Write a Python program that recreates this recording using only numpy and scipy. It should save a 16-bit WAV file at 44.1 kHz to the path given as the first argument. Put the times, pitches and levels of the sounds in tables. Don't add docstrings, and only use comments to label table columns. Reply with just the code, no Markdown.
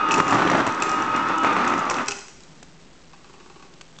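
import sys
import numpy as np
from scipy import signal
from scipy.fft import rfft, irfft, next_fast_len
from scipy.io import wavfile
from scipy.ndimage import uniform_filter1d, map_coordinates

SR = 44100
rng = np.random.default_rng(int(sys.argv[2]) if len(sys.argv) > 2 else 0)


def file_out(sig):
    cols = np.atleast_2d(sig).T
    lim = np.clip(cols, -1, 1)
    pcm = np.round(lim * 32767).astype(np.int16)
    wavfile.write(sys.argv[1], SR, pcm)


def linear_from_db(decibels):
    return 10 ** (np.asarray(decibels, float) / 20)


N = 176400


def unit(x):
    return x / np.sqrt(np.mean(x ** 2) + 1e-20)


def along(points, hz):
    f, v = np.transpose(points)
    return np.interp(np.log(hz + 1), np.log(f + 1), v)


def curves(rows):
    s, *cols = np.transpose(rows)
    return [np.interp(np.arange(N) / SR, s, c) for c in cols]


def wobble(knots_per_s):
    knots = rng.standard_normal(int(N * 200 / SR) + 4)
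    return map_coordinates(knots, [np.arange(N) * knots_per_s / SR])


def filtered(x, response):
    m = next_fast_len(N + SR // 2)
    return irfft(rfft(x, m) * response(np.fft.rfftfreq(m, 1 / SR)), m)[:N]


def colour(points):
    return lambda hz: linear_from_db(along(points, hz))


def body(peaks):
    def response(f):
        total = 0
        for k, (c, w, db) in enumerate(peaks):
            total = total + (-1) ** k * linear_from_db(db) * 1j * f * w / (c * c - f * f + 1j * f * w + 1e-9)
        return total
    return response


def crackle(per_s, spread_db):
    chance, side, size = rng.random((3, N))
    return unit((chance < per_s / SR) * np.sign(side - .5) * linear_from_db(-spread_db * np.log(size + .03)))


def ring(modes, scatter_db):
    t = np.arange(SR // 5) / SR
    total = 0
    for hz, db, t60_s in modes:
        level = linear_from_db(db + scatter_db * rng.standard_normal() - 60 * t / t60_s)
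        total = total + level * np.sin(2 * np.pi * hz * t)
    return total * (1 - np.exp(-t / 0.00015))


def burst(t60_s):
    t = np.arange(SR // 5) / SR
    return linear_from_db(-60 * t / t60_s) * (1 - np.exp(-t / 0.00075)) * rng.standard_normal(len(t))


def add(track, s, x):
    part = track[round(s * SR):][:len(x)]
    part += x[:len(part)]


# time in seconds, tooth rate in Hz, whine in dB, running rattle in dB.
MOTOR_RUN = [(0, 1253, -24, -25.5), (.31, 1242, -24, -34.5), (.4, 1160, -33, -40), (.66, 1220, -39, -27.5),
             (.75, 1267, -30.5, -30), (.95, 1250, -24.5, -28), (1.05, 1273, -31, -28),
             (1.16, 1258, -22.5, -30), (1.28, 1307, -34.5, -25.5), (1.42, 1293, -23.5, -29.5),
             (1.5, 1218, -23, -24), (1.62, 1194, -33.5, -28), (1.72, 1265, -32, -25.5),
             (1.8, 1276, -29, -28), (1.85, 1135, -32, -32.5), (2.02, 1229, -39, -28),
             (2.05, 1222, -41, -51), (2.15, 1199, -90, -79.5)]
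# multiple of the tooth rate, level in dB.
GEAR_MESHES = [(.25, -11), (.62, -13), (.745, -12), (2, -15), (2.27, -17)]
# centre in Hz, width in Hz, level in dB.
HOUSING_MODES = [(162, 80, -15.5), (231.5, 28, -7), (318, 75, -8.5), (592.7, 20, -10), (787.5, 29, -8),
                 (918.4, 40, -3.5), (1081, 170, -8), (1331, 97, -3.5), (2533, 44, -14.5), (2760, 100, -24),
                 (3500, 230, -25.5)]
# frequency in Hz, density in dB per Hz.
WHIRR_SPECTRUM = [(24, -49), (40, -34), (238, -10.5), (513, -13), (1270, -7.5), (1550, -5.5), (4200, -30.5),
                  (6440, -32.5), (8840, -68.5), (11500, -106), (19400, -120)]


def motor():
    jitter_hz, flutter_db, whirr_db = 3, 1.2, -4
    tooth_hz, whine_db, run_db = curves(MOTOR_RUN)
    phase = 2 * np.pi * np.cumsum(tooth_hz + jitter_hz * wobble(60)) / SR
    whine = unit(np.sin(phase) * linear_from_db(flutter_db * wobble(70)))
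    meshes = sum(linear_from_db(db + 3.6 * wobble(25)) * np.sin(k * phase) for k, db in GEAR_MESHES)
    rattle = unit(filtered(crackle(2500, 2.9), body(HOUSING_MODES)))
    whirr = unit(filtered(rng.standard_normal(N), colour(WHIRR_SPECTRUM)))
    unsteady = linear_from_db(1.5 * wobble(20))
    tones = linear_from_db(whine_db) * (whine + meshes)
    return tones, linear_from_db(run_db) * unsteady * (rattle + linear_from_db(whirr_db) * whirr)


# time in seconds, effort in dB.
BLADE_EFFORT = [(0, -45.5), (.19, -19), (.21, -29), (.3, -23.5), (.36, -20.5), (.47, -20), (.49, -23.5),
                (.51, -20.5), (.61, -22), (.64, -34.5), (.72, -36.5), (1.15, -30.5), (1.4, -44),
                (1.45, -22.5), (1.5, -30), (1.57, -26), (1.7, -30), (2.03, -37)]
# frequency in Hz, density in dB per Hz.
CRUNCH_SPECTRUM = [(35, -34), (60, -24.5), (270, -2), (538, -9), (597, -4), (1290, -3.5), (3050, -19.5),
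                   (5820, -33), (8840, -36), (11500, -96.5), (19400, -120)]
# centre in Hz, width in Hz, level in dB.
CABINET_MODES = [(115.2, 29, -4), (175.4, 77, -2.5), (273.2, 67, -1), (353.3, 50, 0.5)]
# centre in Hz, width in Hz, level in dB.
BLADE_MODES = [(5900, 220, 4)]
# time in seconds, peak in dB, pitch in Hz.
CUBE_BREAKS = [(.2015, 0.5, 990), (0.2027, -4.5, 290), (.325, -3, 926), (.356, -5.5, 886), (.393, -14, 276),
               (.424, -10.5, 1187), (.451, -10, 338), (.464, -8, 312), (.499, -4, 1270), (.516, -8.5, 600),
               (.545, -14, 246), (.586, -13, 750), (.602, -12, 394), (.667, -5, 900), (.675, -9, 300),
               (.869, -16, 325), (1.15, -14.5, 308), (1.435, -17, 1700), (1.446, -3, 924),
               (1.471, -6.5, 987), (1.528, -13.5, 936), (1.566, -6, 905), (1.583, -18, 253),
               (1.645, -13, 1920), (1.737, -7.5, 987), (1.893, -12.5, 910), (1.912, -6.5, 1060),
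               (1.985, -14.5, 1246)]


def blades():
    cracks_per_s, spread_db, crack_t60_s = 900, 1.4, .02
    groan_db, groan_db_per_effort_db, break_cycles = -7.5, 1.5, 7
    effort_db, = curves(BLADE_EFFORT + [(BLADE_EFFORT[-1][0] + 0.063, -90)])
    dying = linear_from_db(-60 * np.arange(SR // 20) / SR / crack_t60_s)
    grains = unit(signal.fftconvolve(abs(crackle(cracks_per_s, spread_db)), dying)[:N])
    cracks = linear_from_db(effort_db) * grains * rng.standard_normal(N)
    groan = unit(filtered(rng.standard_normal(N), lambda f: body(CABINET_MODES)(f) ** 2))
    load_db = groan_db_per_effort_db * (effort_db + 24.5)
    x = linear_from_db(groan_db - 25 + load_db + 1.8 * wobble(27)) * groan
    for s, db, hz in CUBE_BREAKS:
        add(x, s, linear_from_db(db) * ring([(hz, -2, break_cycles / hz), (1900, -10, .008)], 0))
        add(cracks, s - .001, linear_from_db(db - 9.5) * burst(0.04))

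    def crunch(f):
        resonance = 1 + 0.55 * abs(body(HOUSING_MODES)(f)) + abs(body(BLADE_MODES)(f))
        return linear_from_db(13.5 + along(CRUNCH_SPECTRUM, f)) * resonance
    return x + filtered(cracks, crunch)


# time in seconds, peak in dB, ring of the glass in dB.
CHIP_HITS = [(0.0879, -30, 7), (0.1097, -20.5, 14.5), (0.1179, -19.5, 8.5), (0.1406, -17.5, 12),
             (0.18, -18.5, -12.5), (0.198, -23.5, -4), (0.28, -19.5, 7.5), (0.3065, -22.5, 5),
             (0.5, -23, -7.5), (0.537, -34, -5), (0.6662, -21, 5), (0.822, -13, 2), (0.8933, -21, -12),
             (0.9163, -29, -15.5), (1.0219, -28, 6), (1.1623, -23.5, -19), (1.286, -31.5, 9),
             (1.3782, -28, -12.5), (1.4325, -25.5, -2), (1.531, -28, 1.5), (1.6774, -22.5, -19.5),
             (1.779, -25.5, -7.5), (1.8982, -16.5, -2.5), (1.9663, -25.5, 0.5), (1.9855, -32, 13.5),
             (2.069, -31, 3), (2.0794, -23, -2), (2.0836, -11, -7.5), (2.1087, -22, 4.5),
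             (2.1197, -20.5, 4), (2.1861, -31.5, 3), (2.282, -33, -9.5)]
# frequency in Hz, density in dB per Hz.
CHIP_SPECTRUM = [(300, -14), (2500, -4), (3600, -11), (4800, -13), (5800, -7), (7300, -7), (9500, -8)]
# frequency in Hz, level in dB, t60 in seconds.
CAVITY_MODES = [(401, -15, .12), (820, -11, .048), (1462, -9, .032)]
# frequency in Hz, level in dB, t60 in seconds.
GLASS_MODES = [(3850, -16, .015), (5750, -2, .022), (6050, -7, .02), (6900, -4, .02), (7450, -5, .02)]
# frequency in Hz, level in dB, t60 in seconds.
BELL_MODES = [(2610, 0, .03), (2850, -8, .02)]


def mug():
    clatter_t60_s, glass_db = .02, -8.5
    crumbs_per_s, crumb_db, crumb_t60_s = 120, -31, 0.2
    clatter, air_ring, glass_ring, heap = np.zeros((4, N))
    t = np.arange(SR // 2) / SR
    for s, db, ring_db in CHIP_HITS:
        add(clatter, s, linear_from_db(db + 8) * burst(clatter_t60_s))
        add(air_ring, s, linear_from_db(db - 3.5) * ring(CAVITY_MODES, 1.4))
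        add(glass_ring, s, linear_from_db(db + glass_db) * ring(GLASS_MODES, 4.8))
        add(glass_ring, s, linear_from_db(db + ring_db - 6.0) * ring(BELL_MODES, 1.0))
        add(heap, s, linear_from_db(db - 60 * t / crumb_t60_s))
    damped_glass = body([(hz, 1500, db) for hz, db, _ in GLASS_MODES])
    crumbs = unit(filtered(crackle(crumbs_per_s, 3.1), damped_glass))
    crumbs = linear_from_db(crumb_db + 10.5) * heap * crumbs
    return filtered(clatter, colour(CHIP_SPECTRUM)) + air_ring + crumbs, glass_ring


# time in seconds, peak in dB, pitch in Hz.
RIM_SPLINTERS = [(0.344, -21, 5570), (0.516, -24.5, 5040), (.573, -24.5, 6980), (0.7216, -28.5, 5930),
                 (0.7462, -28, 6100), (0.8015, -29, 5930), (1.0634, -34, 5640), (1.2264, -33, 5180),
                 (1.283, -30.5, 6240), (1.3588, -33.5, 7500), (1.3818, -26, 7340), (1.5689, -32.5, 5750),
                 (1.6487, -30, 6250), (1.6742, -31, 6890), (1.6982, -30, 6760), (1.7382, -29.5, 5110),
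                 (1.7917, -27.5, 6850), (1.852, -33, 6420), (1.914, -25.5, 6760), (1.9415, -20.5, 4310),
                 (2.0595, -28.5, 6360), (2.083, -16, 5770), (2.171, -34.5, 6920), (2.292, -41.5, 6810)]


def splinters():
    x = np.zeros(N)
    t = np.arange(SR // 5) / SR
    for s, db, hz in RIM_SPLINTERS:
        puff = uniform_filter1d(burst(0.017), size=12) * 4
        add(x, s, linear_from_db(db) * puff * np.sin(2 * np.pi * hz * t))
    return x


# time in seconds, peak in dB, chute boom in dB.
FLAP_SLIPS = [(3.133, -37, -62), (3.244, -39, -52), (3.296, -40.5, -45), (3.338, -39.5, -50),
              (3.401, -38.5, -43.5), (3.46, -40.5, -47.5), (3.499, -37.5, -44), (3.559, -39.5, -42.5),
              (3.597, -40.5, -45), (3.625, -37.5, -48.5), (3.649, -46, -47.5), (3.728, -45.5, -47)]
# centre in Hz, width in Hz, level in dB.
FLAP_MODES = [(796, 50, 1), (920, 60, 0), (1120, 70, 3), (1490, 300, -7), (2590, 300, -7),
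              (4300, 3500, -18)]
# frequency in Hz, level in dB, t60 in seconds.
CHUTE_MODES = [(374, 1.5, 0.096)]


def flap():
    flap_db, slip_t60_s, boom_delay_s = 9, .085, 0.0021
    slips, booms = np.zeros((2, N))
    for s, db, boom_db in FLAP_SLIPS:
        add(slips, s, linear_from_db(db + flap_db) * np.append(11, burst(slip_t60_s)))
        add(booms, s + boom_delay_s, linear_from_db(boom_db) * ring(CHUTE_MODES, 0))
    return booms + filtered(slips, body(FLAP_MODES))


# time in seconds, peak in dB, low tone in Hz, high tone in Hz.
ICE_TICKS = [(2.405, -36, 5140, 6630), (2.435, -35, 4020, 7200), (2.628, -29, 770, 1473),
             (2.63, -33.5, 394, 6850), (2.63, -35, 2690, 3560), (3.738, -37, 2850, 4880),
             (3.811, -27, 3150, 4400), (3.813, -32.5, 1190, 1570), (3.815, -34, 2640, 6600),
             (3.966, -41, 3340, 3500), (3.987, -29, 1170, 3500)]


def ticks():
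    t60_s = .011
    x = np.zeros(N)
    for s, db, low_hz, high_hz in ICE_TICKS:
        tones = ring([(low_hz, 0, t60_s), (high_hz, -1, t60_s)], 0)
        add(x, s, linear_from_db(db - 4.5) * (tones + linear_from_db(2.5) * burst(1.6 * t60_s)))
    return x


# frequency in Hz, t60 in seconds.
KITCHEN_DECAY = [(150, 0.68), (1000, 0.61), (5000, 0.75), (9000, 0.7)]


def kitchen(x):
    hz, t, z = signal.stft(rng.standard_normal(SR * 3 // 4), SR, nperseg=256)
    decay = linear_from_db(-60 * t / along(KITCHEN_DECAY, hz)[:, None])
    tail = signal.istft(z * decay, SR, nperseg=256)[1]
    delayed = np.pad(x, (300, 0))
    return signal.fftconvolve(delayed, tail / np.linalg.norm(tail))[:N]


# frequency in Hz, density in dB per Hz.
AIR_SPECTRUM = [(25, -4.5), (60, 0), (100, -11.5), (140, 2), (220, -1), (320, -3.5), (600, -9.5),
                (9000, -26.5)]
# time in seconds, level in dB.
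DRONE_LEVEL = [
    (2.44, -78.5),
    (2.52, -50),
    (2.63, -58),
    (2.75, -52),
    (2.85, -63),
    (3.5, -67.5),
    (3.6, -57.5),
    (3.85, -61),
    (4, -60),
]


def air():
    air_db, drone_hz = -52.5, 162.3
    drone_db, = curves(DRONE_LEVEL)
    cycles = drone_hz * np.arange(N) / SR + 0.15 * wobble(3.2)
    drone = linear_from_db(drone_db) * np.sin(2 * np.pi * cycles)
    level = linear_from_db(air_db + 1.4 * wobble(6))
    return level * unit(filtered(rng.standard_normal(N), colour(AIR_SPECTRUM))) + drone


def scene():
    chips, rings = mug()
    tones, rattle = motor()
    direct = rings + ticks() + splinters() + tones
    machine = filtered(rattle + blades(), lambda f: (1j * f / (70 + 1j * f)) ** 2)
    near = machine + chips + flap()
    room = linear_from_db(-4) * kitchen(near + linear_from_db(-8) * direct)
    return (near + direct + room + air())[None]


def band_limit(x):
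    return signal.sosfilt(signal.butter(12, 8990, fs=SR, output="sos"), x)


# time in seconds, gain in dB.
DUCK_GAIN = [
    (.206, -0.5),
    (.209, -5),
    (.33, 0),
]
# frequency in Hz, gain in dB.
SMOOTHING = [(7000, 0), (7900, -2.5), (8600, -15), (9200, -36), (9600, -90)]


def record(dry):
    step = .71 / 128
    gain_db, = curves(DUCK_GAIN)
    half_rate = signal.resample_poly(dry[0] * linear_from_db(gain_db), 1, 2)
    steps = np.clip(np.floor(half_rate / step), -128, 127)
    stuffed = np.zeros(N)
    stuffed[::2] = 2 * step * steps
    return band_limit(filtered(stuffed, colour(SMOOTHING))[None])


dry = scene()
out = record(dry)
file_out(out)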